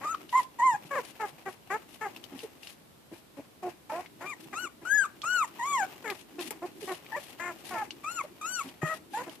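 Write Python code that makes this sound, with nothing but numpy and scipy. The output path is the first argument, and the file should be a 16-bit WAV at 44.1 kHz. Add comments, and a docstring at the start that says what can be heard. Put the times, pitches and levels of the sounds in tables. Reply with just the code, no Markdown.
"""Newborn puppy in a wooden pen

A pup on a rag rug, heard close by in a quiet home, gives arched squeaks and low grunts rich in overtones.
Calls are sums of partials over a moving pitch; breath, snuffles, rug rustle and room tone are shaped noise.
Claw ticks and paw thumps are decaying modes and noise bursts; one thump is hard.
The pen walls add short discrete echoes and the home a faint dense tail."""
import sys
import numpy as np
from scipy import signal
from scipy.fft import rfft, irfft, next_fast_len
from scipy.io import wavfile
from scipy.ndimage import uniform_filter1d

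SR = 44100
rng = np.random.default_rng(int(sys.argv[2]) if len(sys.argv) > 2 else 0)


def decibels_to_gain(level_db):
    """Convert a level in decibels to a linear amplitude gain (20 dB per decade)."""
    exponent = np.asarray(level_db, float) / 20
    return 10 ** exponent


def store_wav(level_fs):
    """Save 16-bit WAV to argv[1]."""
    pcm = np.round(np.clip(np.atleast_2d(level_fs), -1, 1) * 32767)
    wavfile.write(sys.argv[1], SR, pcm.T.astype(np.int16))


N = 414540  # length of the scene [samples]

# Source curves of the squeaks, one list each: (time [s], mean pitch [Hz], nominal fundamental level [dB])
SQUEAK_CURVES = [
    [(0.03, 1155, -39), (0.044, 1165, -34), (0.056, 1220, -32), (0.072, 1184, -31.5), (0.1, 1311, -33.5),
     (0.138, 1294, -36), (0.152, 1150, -32.5)],
    [(0.325, 1014, -26.5), (0.341, 976, -25), (0.365, 1034, -20), (0.391, 1036, -22), (0.405, 967, -25.5),
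     (0.411, 974, -33), (0.42, 1004, -53)],
    [(0.586, 965, -39), (0.61, 929, -24.5), (0.646, 1051, -21), (0.684, 1010, -20), (0.738, 853, -32),
     (0.746, 813, -30), (0.765, 857, -39.5)],
    [(4.26, 1192, -47), (4.324, 1119, -44.5), (4.334, 970, -45.5), (4.35, 970, -72)],
    [(4.535, 1163, -44), (4.559, 1226, -38.5), (4.585, 1386, -36.5), (4.615, 1487, -44), (4.653, 1382, -38),
     (4.667, 1143, -43), (4.68, 1150, -42)],
    [(4.85, 1355, -40), (4.918, 1628, -28.5), (4.964, 1710, -24), (5.014, 1568, -29), (5.038, 1464, -29),
     (5.05, 1180, -31.5), (5.065, 1215, -36.5)],
    [(5.232, 1184, -35.5), (5.286, 1415, -31), (5.348, 1476, -29), (5.398, 1326, -27.5), (5.428, 1172, -24),
     (5.446, 931, -35.5), (5.46, 920, -55)],
    [(5.588, 962, -37.5), (5.614, 933, -31), (5.674, 1146, -33), (5.76, 1059, -27), (5.802, 844, -31),
     (5.834, 753, -29), (5.855, 750, -39)],
    [(7.115, 800, -52), (7.127, 893, -36.5), (7.137, 867, -38), (7.145, 934, -35), (7.157, 933, -33.5),
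     (7.165, 1080, -43), (7.168, 1080, -44)],
    [(8.033, 1140, -47.5), (8.055, 1176, -35), (8.085, 1310, -34.5), (8.145, 1446, -53),
     (8.193, 1280, -30.5), (8.209, 1090, -35.5), (8.218, 1100, -33)],
    [(8.412, 1203, -45), (8.444, 1264, -34.5), (8.498, 1477, -43.5), (8.556, 1475, -42), (8.6, 1292, -33),
     (8.614, 1094, -35), (8.625, 1110, -43)],
    [(9.133, 770, -42), (9.143, 808, -30.5), (9.163, 892, -35.5), (9.175, 894, -29), (9.195, 1028, -43),
     (9.207, 914, -46), (9.235, 1050, -59)],
]
# Source settings of the grunts: (start [s], length [s], first pitch [Hz], last pitch [Hz],
# nominal hum level [dB], nominal overtone level [dB])
GRUNT_CALLS = [ (0.01, 0.055, 267, 305.5, -53.5, -44), (0.907, 0.061, 589, 467, -38, -34.5),
               (0.951, 0.058, 634, 429, -33.5, -32.5), (1.197, 0.073, 439, 380, -41, -33.5),
               (1.458, 0.048, 396, 355, -40, -37.5), (1.7, 0.077, 357.6, 453, -38.5, -32),
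               (2.01, 0.076, 442, 388, -43, -35.5), (2.317, 0.054, 286.4, 247, -41, -64),
               (2.428, 0.037, 462, 393, -38.5, -68), (3.114, 0.034, 303.8, 315.2, -41, -58.5),
               (3.367, 0.044, 281, 278, -44, -58), (3.625, 0.075, 369, 343, -36.5, -36),
               (3.895, 0.035, 436, 414, -71, -34.5), (3.918, 0.1, 296.5, 376, -48, -35),
               (4.206, 0.0693, 306, 408, -49, -42), (4.526, 0.031, 401, 360, -48, -41),
               (4.815, 0.031, 333, 340, -41.5, -57), (6.04, 0.099, 479.6, 346, -40.5, -39.5),
               (6.381, 0.041, 361, 328, -35.5, -43.5), (6.506, 0.018, 417, 437, -37.5, -38.5),
               (6.618, 0.046, 314.6, 371, -36, -38), (6.817, 0.038, 457, 340, -39, -64),
               (6.874, 0.068, 374.4, 348, -37.5, -37.5), (7.161, 0.033, 578, 547, -34, -40),
               (7.394, 0.13, 341.7, 337, -47.5, -37.5), (7.706, .075, 366.4, 319.6, -48, -37.5),
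               (7.751, 0.092, 457, 395, -67, -32.5), (8.235, 0.036, 573, 560, -42.5, -55),
               (8.64, 0.059, 272, 267, -45.5, -66), (8.815, 0.14, 612.5, 630, -44, -35.5),
               (9.167, 0.067, 466.3, 507, -41.5, -41), (9.265, 0.039, 335, 314, -41.5, -43), ]


def rms_one(x):
    """Normalisation: the mean power becomes one."""
    return x / np.sqrt(np.mean(x ** 2) + 1e-20)


def at_hz(points, hz):
    """Spectral interpolation: levels vary linearly along a log-frequency axis."""
    table = np.array(points)
    return np.interp(np.log(hz + 1), np.log(table[:, 0]), table[:, 1])


def coloured(x, gain):
    """Linear filtering: the spectrum is multiplied by a gain that depends on frequency."""
    size = next_fast_len(N + SR)
    hz = np.arange(size // 2 + 1) * SR / size
    return irfft(rfft(x, size) * gain(hz), size)[..., :N]


def drift(rate, size):
    """Random modulation: white noise through two equal poles at rate [Hz], scaled to rms 1."""
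    r = np.exp(-2 * np.pi * rate / SR)
    settle = 2000  # samples dropped while the filter starts
    slow = signal.lfilter([1], [1, -2 * r, r * r], rng.standard_normal(size + settle))
    return rms_one(slow[settle:])


def noise(spectrum, mono_hz):
    """Diffuse-field coherence: channels are alike well below mono_hz, independent well above; rms 1."""
    mid, side = rng.standard_normal((2, N))

    def gain(hz, sign):
        return decibels_to_gain(at_hz(spectrum, hz)) * np.sqrt(1 + sign / (1 + (hz / mono_hz) ** 2))

    mid = coloured(mid, lambda hz: gain(hz, 1))
    side = coloured(side, lambda hz: gain(hz, -1))
    return rms_one(np.array([mid + side, mid - side]))


def ring(hz, t60):
    """Damped free vibration: a sine losing 60 dB in t60 seconds, from height 1."""
    t = np.arange(int(t60 * SR)) / SR
    return np.sin(2 * np.pi * hz * t) * decibels_to_gain(-60 * t / t60)


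def add(out, s, sound):
    """Superposition: a sound is summed into out from s seconds on."""
    i = round(s * SR)
    out[..., i:i + sound.shape[-1]] += sound[..., :N - i]


def glide(t, s, hz):
    """Continuity of pitch: cubic pieces with shared slopes run through the points."""
    steps = np.diff(hz) / np.diff(s)
    inner = (steps[:-1] + steps[1:]) / 2
    slope = np.concatenate([steps[:1], inner, steps[-1:]])
    i = np.clip(np.searchsorted(s, t, side="right") - 1, 0, len(s) - 2)
    span = s[i + 1] - s[i]
    u = (t - s[i]) / span
    blend = u * u * (3 - 2 * u)
    bend = span * u * (1 - u) * ((1 - u) * slope[i] - u * slope[i + 1])
    return hz[i] + blend * (hz[i + 1] - hz[i]) + bend


def fade(size, in_s, out_s):
    """Onset and decay: a linear rise and a linear fall bound a call."""
    t = np.arange(size) / SR
    return np.clip(np.minimum(t / in_s, (t[-1] - t) / out_s), 0, 1)


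def hump(u, peak, rise_db, fall_db):
    """Amplitude envelope: parabolic level [dB] rising to 0 at u = peak and falling after it (u = 0-1)."""
    rise = rise_db * (1 - u / peak) ** 2
    fall = fall_db * ((u - peak) / (1 - peak)) ** 2
    return -np.where(u < peak, rise, fall)


def room_tone():
    """Stationary background: noise of constant spectrum, more coherent in the bass."""
    # Spectrum of the quiet room: (frequency [Hz], relative density [dB per Hz])
    air_spectrum = [(15, -64), (25, -26.5), (112, -5.5), (172, -5.5), (237, -5.5), (2130, -21), (3540, -21),
                    (6200, -27), (13800, -25), (15000, -69)]
    return noise(air_spectrum, 107) * decibels_to_gain(-57.5)


def home(x):
    """Late reverberation: an exponentially decaying dense tail, independent in each channel."""
    t60_s, level_db = .28, -20.5
    t = np.arange(int(t60_s * SR)) / SR
    taps = rng.standard_normal((2, len(t))) * (t > .015) * decibels_to_gain(-60 * t / t60_s)
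    taps = taps / np.sqrt(np.sum(taps ** 2, axis=1, keepdims=True))
    wet = signal.fftconvolve(x, taps, axes=1)[:, :N]
    return decibels_to_gain(level_db) * signal.lfilter([.6], [1, -.4], wet)  # the tail is duller than the source


def pen(x):
    """Early reflection: the wooden walls return delayed, weaker copies, by longer paths on the right."""
    # Wall echoes: (delay on the left [s], level [dB])
    wall_echoes = [(.0037, -17.5), (.0062, -18.5), (0.0109, -16.5)]
    out = np.zeros((2, N))
    for s, level_db in wall_echoes:
        add(out[0], s, x[0] * decibels_to_gain(level_db))
        add(out[1], 1.3 * s, x[1] * decibels_to_gain(level_db))
    return out


def rustle():
    """Friction noise: fur on the rug gives a crackling hiss and a lower shuffle, with breath in the hiss."""
    # Mean course of breath and fur: (time [s], nominal hiss level [dB], nominal shuffle level [dB])
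    rustle_levels = [(0.0, -52, -61), (0.44, -64, -65), (0.94, -53.5, -61.5), (1.57, -63.5, -70),
                     (2.27, -53, -57.5), (3.01, -79.5, -75.5), (4.55, -58.5, -57.5), (4.68, -75, -60),
                     (5.78, -47.5, -62), (6.05, -52, -56), (6.2, -63, -61), (6.65, -61.5, -53.5),
                     (7.25, -53, -68), (7.59, -54, -53.5), (8.38, -62.5, -63), (8.69, -53, -66),
                     (8.98, -78, -58), (9.4, -57, -59)]
    # Hiss colour before its bass cut: (frequency [Hz], relative density [dB per Hz])
    hiss_spectrum = [(290, 5.5), (500, -1), (807, 1.5), (1500, -7), (2830, -2.5), (3590, -10),
                     (10800, -18.5), (14500, -10)]
    # Shuffle colour: (frequency [Hz], relative density [dB per Hz])
    shuffle_spectrum = [(30, -28), (110, -41), (170, -3), (330, 13), (700, -22.5), (1500, -23)]
    s, hiss_db, shuffle_db = np.transpose(rustle_levels)
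    t = np.arange(N) / SR
    lean_db = [[2], [-2]]  # left, right
    hiss = noise(hiss_spectrum, 900) * decibels_to_gain(np.interp(t, s, hiss_db) + 2.5 * drift(12, N) + lean_db)
    hiss = hiss * decibels_to_gain(3.5 * drift(200, N))  # fibres catch and crackle
    hiss = signal.sosfilt(signal.butter(2, 250, "high", fs=SR, output="sos"), hiss)
    shuffle = noise(shuffle_spectrum, 500) * decibels_to_gain(np.interp(t, s, shuffle_db) + 4 * drift(15, N))
    return hiss + shuffle


def claw_ticks():
    """Impact excitation: each claw gives a short ring, a rattle round its pitch and a bright crack."""
    # Claws on the tray: (time [s], nominal level [dB], ring [Hz], left over right [dB], crack gain [dB])
    tick_events = [(0.145, -42, 3080, 3, -22), (0.293, -42.5, 2920, 4, -27), (0.942, -49, 2550, -7, -14),
                   (2.163, -40, 2720, 5, -6), (2.2397, -50.5, 3030, 30, -8), (2.391, -41, 3060, 7, -13),
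                   (2.404, -44, 2780, 0, -18), (2.6318, -41, 2780, 5.5, -17), (2.6718, -37.5, 2830, 4, -14),
                   (4.06, -43, 2200, 5, -28), (5.218, -34.5, 3280, -1, -32),
                   (6.0775, -35.5, 2030, 3.0, -10), (6.101, -29, 2430, 5, -8.5),
                   (6.3926, -36, 2630, 4, -23), (6.507, -36, 2230, 5, 6.5), (6.946, -43.5, 2920, -4, -17),
                   (7.064, -44, 2340, 5, -30), (7.9067, -33.5, 2910, 4.5, -47),
                   (8.6892, -43, 2900, -3, -20), (9.2956, -44.5, 3000, -6, -7)]
    out, t = np.zeros((2, N)), np.arange(2000) / SR
    for s, level_db, hz, pan_db, crack_db in tick_events:
        rattle, crack = rng.standard_normal((2, 2, len(t)))
        band = signal.butter(2, [.8 * hz, 1.8 * hz], "band", fs=SR, output="sos")
        tick = 1.4 * signal.sosfilt(band, rattle) * decibels_to_gain(-60 * t / 0.061)
        tick += decibels_to_gain(crack_db) * np.diff(crack, prepend=0) * decibels_to_gain(-60 * t / 0.035)  # differencing brightens
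        add(tick, 0, 1.73 * ring(hz, 0.014))
        add(out, s, tick * decibels_to_gain(level_db + pan_db * np.array([[.5], [-.5]])))
    return out


def paw_thumps():
    """Modal resonance: a paw sets the floor tray booming in a few damped modes."""
    # Paws on the tray: (time [s], nominal level [dB])
    thump_events = [(.735, -44), (.85, -44), (1.33, -49), (4.46, -48.5), (4.57, -57), (7.45, -60),
                    (8.831, -23.5)]
    # Modes of the tray: (frequency [Hz], level relative to the thump [dB], 60 dB decay time [s])
    tray_modes = [(158, 2.5, 0.085), (356, 3, 0.023), (780, -2, 0.02)]
    out = np.zeros((2, N))
    for s, thump_db in thump_events:
        for hz, mode_db, t60 in tray_modes:
            add(out, s, ring(hz, t60) * decibels_to_gain(thump_db + mode_db) * np.ones((2, 1)))
    return out


def snuffles():
    """Turbulent flow: puffs of air through the nose, between and over the calls, swell and ebb as noise."""
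    # Puffs: (start [s], length [s], nominal level [dB])
    puffs = [(0.28, 0.18, -52.5), (0.852, 0.037, -57), (1.026, 0.1, -53), (1.26, 0.054, -57),
             (1.476, 0.074, -57), (1.876, .11, -56), (2.34, 0.14, -56.5), (2.596, 0.16, -54.5),
             (3.12, 0.099, -62), (4.394, 0.065, -58.5), (5.466, 0.029, -56), (6.094, 0.15, -56),
             (6.381, 0.13, -49), (6.79, 0.2, -48.5), (7.16, 0.19, -54), (7.572, 0.048, -60),
             (7.635, 0.11, -48.5), (8.123, .14, -59), (8.545, 0.18, -54), (8.842, 0.15, -52),
             (9.101, .12, -52), (9.295, 0.075, -58)]
    # Colour given by the nose: (frequency [Hz], relative density [dB per Hz])
    nose_spectrum = [(250, -22), (700, 3.5), (1500, -7), (2800, 3.2), (5000, -3.5), (8000, -6.5),
                     (11000, -1), (15000, -14.5)]
    edge_share = .45  # share of a puff spent swelling and ebbing, together
    flow = np.zeros(N)
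    for s, length, level_db in puffs:
        u = np.linspace(0, 1, round(length * SR))
        add(flow, s, decibels_to_gain(level_db) * np.clip(2 * np.minimum(u, 1 - u) / edge_share, 0, 1))
    return flow * decibels_to_gain(3.4 * drift(60, N)) * noise(nose_spectrum, 1200)


def breath():
    """Aspiration noise: air rushes past the folds in each call, most as they part, and ebbs after it."""
    # Colour of the rushing air: (frequency [Hz], relative density [dB per Hz])
    breath_spectrum = [(250, 3.5), (450, 5.5), (900, 10), (1500, -2), (2500, 3), (3500, -8.5), (5000, -8.5),
                       (7500, -11), (11000, -12), (15000, -12.5)]
    squeak_air_db, grunt_air_db = -58.5, -52.5  # nominal air level in a call of -35 dB
    squeak_follows, grunt_follows = 0.22, 0.28  # dB of air per dB of call
    burst, settle_s, tail_s = 0.35, 0.13, 0.034  # extra flow at the onset, its decay, the final ebb
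    calls = []
    for curve in SQUEAK_CURVES:
        loudest_db = np.max(curve, axis=0)[2]
        air_db = squeak_air_db + squeak_follows * (loudest_db + 35)
        calls.append((curve[0][0], curve[-1][0] - curve[0][0], air_db))
    for s, length, *_, over_db in GRUNT_CALLS:
        calls.append((s, length, grunt_air_db + grunt_follows * (over_db + 35)))
    flow = np.zeros(N)
    for s, length, air_db in calls:
        t = np.arange(0, length + .1, 1 / SR)
        ebb = np.exp(-np.maximum(t - length, 0) / tail_s)
        add(flow, s, decibels_to_gain(air_db) * (1 + burst * np.exp(-t / settle_s)) * ebb)
    flow = uniform_filter1d(flow, size=500) * decibels_to_gain(3 * drift(40, N))
    return flow * noise(breath_spectrum, 1200)


def grunt(s, length, first_hz, last_hz, hum_db, over_db):
    """Source and filter: slack folds give a hum and throat-shaped overtones; roughness shakes both."""
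    # Throat response to the overtones: (frequency [Hz], relative gain [dB])
    throat_gain = [(400, -0.5), (800, 3.5), (1100, 2), (1400, -4.5), (1800, -6.5), (2250, -11),
                   (2700, -26.5), (3300, -34.5), (4500, -53), (7500, -22.5), (9500, -62), (12000, -41.5)]
    # Brightness as the pup turns to and from the corner: (time [s], tilt before closing [dB per octave])
    tilt_course = [(0, 1), (1.3, -4.5), (1.75, 0.5), (2.2, -0.5), (3.1, -34), (3.9, -13), (4.3, 5.5),
                   (6.05, 5), (6.6, -13.5), (7.0, 4), (7.4, 7), (8.3, -25.5), (8.9, 7), (9.4, -14)]
    u = np.linspace(0, 1, round(length * SR))
    bow = 1 + 0.0295 * np.sin(np.pi * u) + .012 * drift(15.8, len(u))  # upward arch and slow wander
    hz = (first_hz + (last_hz - first_hz) * u) * bow
    rough = np.clip(.15 + .025 * (-30 - max(hum_db, over_db)), .1, .6)  # weaker grunts are hoarser
    tilt_db = np.interp(s, *np.transpose(tilt_course)) - 12.5 * (u ** 3 - .25)  # dulls towards the end
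    phase = 2 * np.pi * np.cumsum(hz * (1 + .06 * rough * drift(120, len(hz)))) / SR
    k = np.arange(1, 34)[:, None]  # partial numbers
    octaves = np.log2(np.minimum(k * hz, 2500) / 700)
    heights = decibels_to_gain(at_hz(throat_gain, k * hz) + tilt_db * octaves)
    over_db = over_db + hump(u, 0.78, 2, 8)  # a small swell, then the mouth closes: overtones fade
    overtone_power = np.sum(heights ** 2 * (k * hz > 620) * (k > 1), axis=0)
    heights = decibels_to_gain(over_db) * heights / np.sqrt(overtone_power)
    heights[0] = decibels_to_gain(hum_db + 6.5 * (u - 0.62))  # the hum keeps growing
    shake = np.array([drift(150, len(hz)) for _ in range(6)])[k[:, 0] % 6]
    unsteady = np.sqrt(1 - rough ** 2) + rough * shake
    pulses = np.sum(heights * unsteady * np.cos(k * phase - .25 * k * k), axis=0)
    return np.sqrt(2) * fade(len(u), 0.0052, .016) * pulses


def squeak(rows, octave_db, upper_db):
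    """Harmonic synthesis: tight folds give a near sine, its octave and a faint stack of upper partials."""
    # Second partial by pitch: (pitch [Hz], added gain [dB])
    octave_gain = [(750, 11.5), (1000, 1.5), (1250, 0), (1500, 2.2), (1700, -13)]
    # Muzzle response to the upper partials: (frequency [Hz], relative gain [dB])
    muzzle_gain = [(1350, -10), (1900, 42), (2600, 8.5), (3500, 8), (5000, -1), (6900, 16), (8200, 12),
                   (9300, -26), (10500, 6.5), (14000, -15)]
    s, hz, first_db = np.transpose(rows)
    t = np.arange(s[0], s[-1], 1 / SR)
    hz = uniform_filter1d(glide(t, s, hz), size=500, mode="nearest")
    first_db = uniform_filter1d(np.interp(t, s, first_db), size=300, mode="nearest")
    second_db = first_db + octave_db + at_hz(octave_gain, hz)
    upper_db = upper_db + hump(np.linspace(0, 1, len(t)), 0.59, 12.5, 12.5)  # weaker at both ends
    edge = np.exp(-np.arange(len(hz)) / SR / .016)  # the voice breaks as it starts and stops
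    slack = (1000 / hz) ** 2 + 22 * (edge + edge[::-1])  # lower notes are less steady
    hz = hz * (1 + .002 * slack * drift(120, len(hz)))
    phase = 2 * np.pi * np.cumsum(hz) / SR
    k = np.arange(3, 20)[:, None]  # partial numbers
    upper = decibels_to_gain(at_hz(muzzle_gain, k * hz)) * (k * hz < 14500)
    upper = upper / np.sqrt(np.sum(upper ** 2 * (k * hz > 5000), axis=0) + 1e-12)
    upper = upper * decibels_to_gain(4 * np.array([drift(25, len(t)) for _ in k]))  # each partial flickers on its own
    tone = decibels_to_gain(first_db) * np.sin(phase) + decibels_to_gain(second_db) * np.sin(2 * phase + 1)
    tone = tone + decibels_to_gain(upper_db) * np.sum(upper * np.sin(k * phase + k * k), axis=0)
    flutter = decibels_to_gain(.8 * np.sqrt(slack) * drift(73, len(hz)))
    return np.sqrt(2) * fade(len(t), 0.0048, 0.0029) * tone * flutter


def voice():
    """Phonation: every squeak and grunt of the pup is summed at its onset."""
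    # Timbre of each squeak: (second partial over fundamental before the pitch gain [dB],
    # nominal upper-partial level at its peak near mid call [dB])
    squeak_timbre = [(-26, -51.5), (-18.5, -49), (-19.5, -49), (1, -55), (-10, -45.5), (-23, -41),
                     (-16.5, -40.5), (-14.5, -44), (-9.5, -76), (-10, -46.5), (-11.5, -42), (-22.5, -53)]
    out = np.zeros(N)
    for rows, timbre in zip(SQUEAK_CURVES, squeak_timbre):
        add(out, rows[0][0], squeak(rows, *timbre))
    for row in GRUNT_CALLS:
        add(out, row[0], grunt(*row))
    return out


def pup_at_ports():
    """Interaural-like cues: the pup's treble is stronger at the left port and reaches it a little later."""
    # Side gain, of which the left takes 0.68 and the right -0.6: (frequency [Hz], unscaled gain [dB])
    side_lean = [(500, -.6), (1050, -1.1), (1450, 6), (1720, 12), (2500, 7), (5000, 7), (9000, 6),
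                 (15000, 4)]
    # Phase by which the left lags the right: (frequency [Hz], lag [radians])
    port_lag = [(2600, 0), (5300, 6.1), (6000, 9.4), (8400, 10.3), (8800, 12.3), (15000, 27)]

    def left_gain(hz):
        return decibels_to_gain(at_hz(side_lean, hz) * 0.68) * np.exp(-1j * np.interp(hz, *np.transpose(port_lag)))

    pup = voice() + breath() + snuffles()
    left = coloured(pup[0], left_gain)
    right = coloured(pup[1], lambda hz: decibels_to_gain(at_hz(side_lean, hz) * -.6))
    return np.array([left, right])


def scene():
    """Superposition: pup and impacts, with their echoes, stand over the rustle and the room tone."""
    near = pup_at_ports() + claw_ticks() + paw_thumps()
    bass_cut = signal.butter(4, 110, "high", fs=SR, output="sos")
    near = signal.sosfilt(bass_cut, near)  # small bodies radiate no bass
    return near + pen(near) + home(near) + rustle() + room_tone()


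def low_pass(x):
    """Removes everything above the highest recorded frequency."""
    return signal.sosfilt(signal.butter(12, 15650, fs=SR, output="sos"), x)


def record(dry):
    """Band limitation: the phone's microphone pair loses the top of the spectrum."""
    top_cut = signal.cheby2(10, 30, 15000, fs=SR, output="sos")  # 30 dB down from 15 kHz up
    mix = signal.sosfilt(top_cut, dry)
    return low_pass(mix)


dry = scene()
out = record(dry)
store_wav(out)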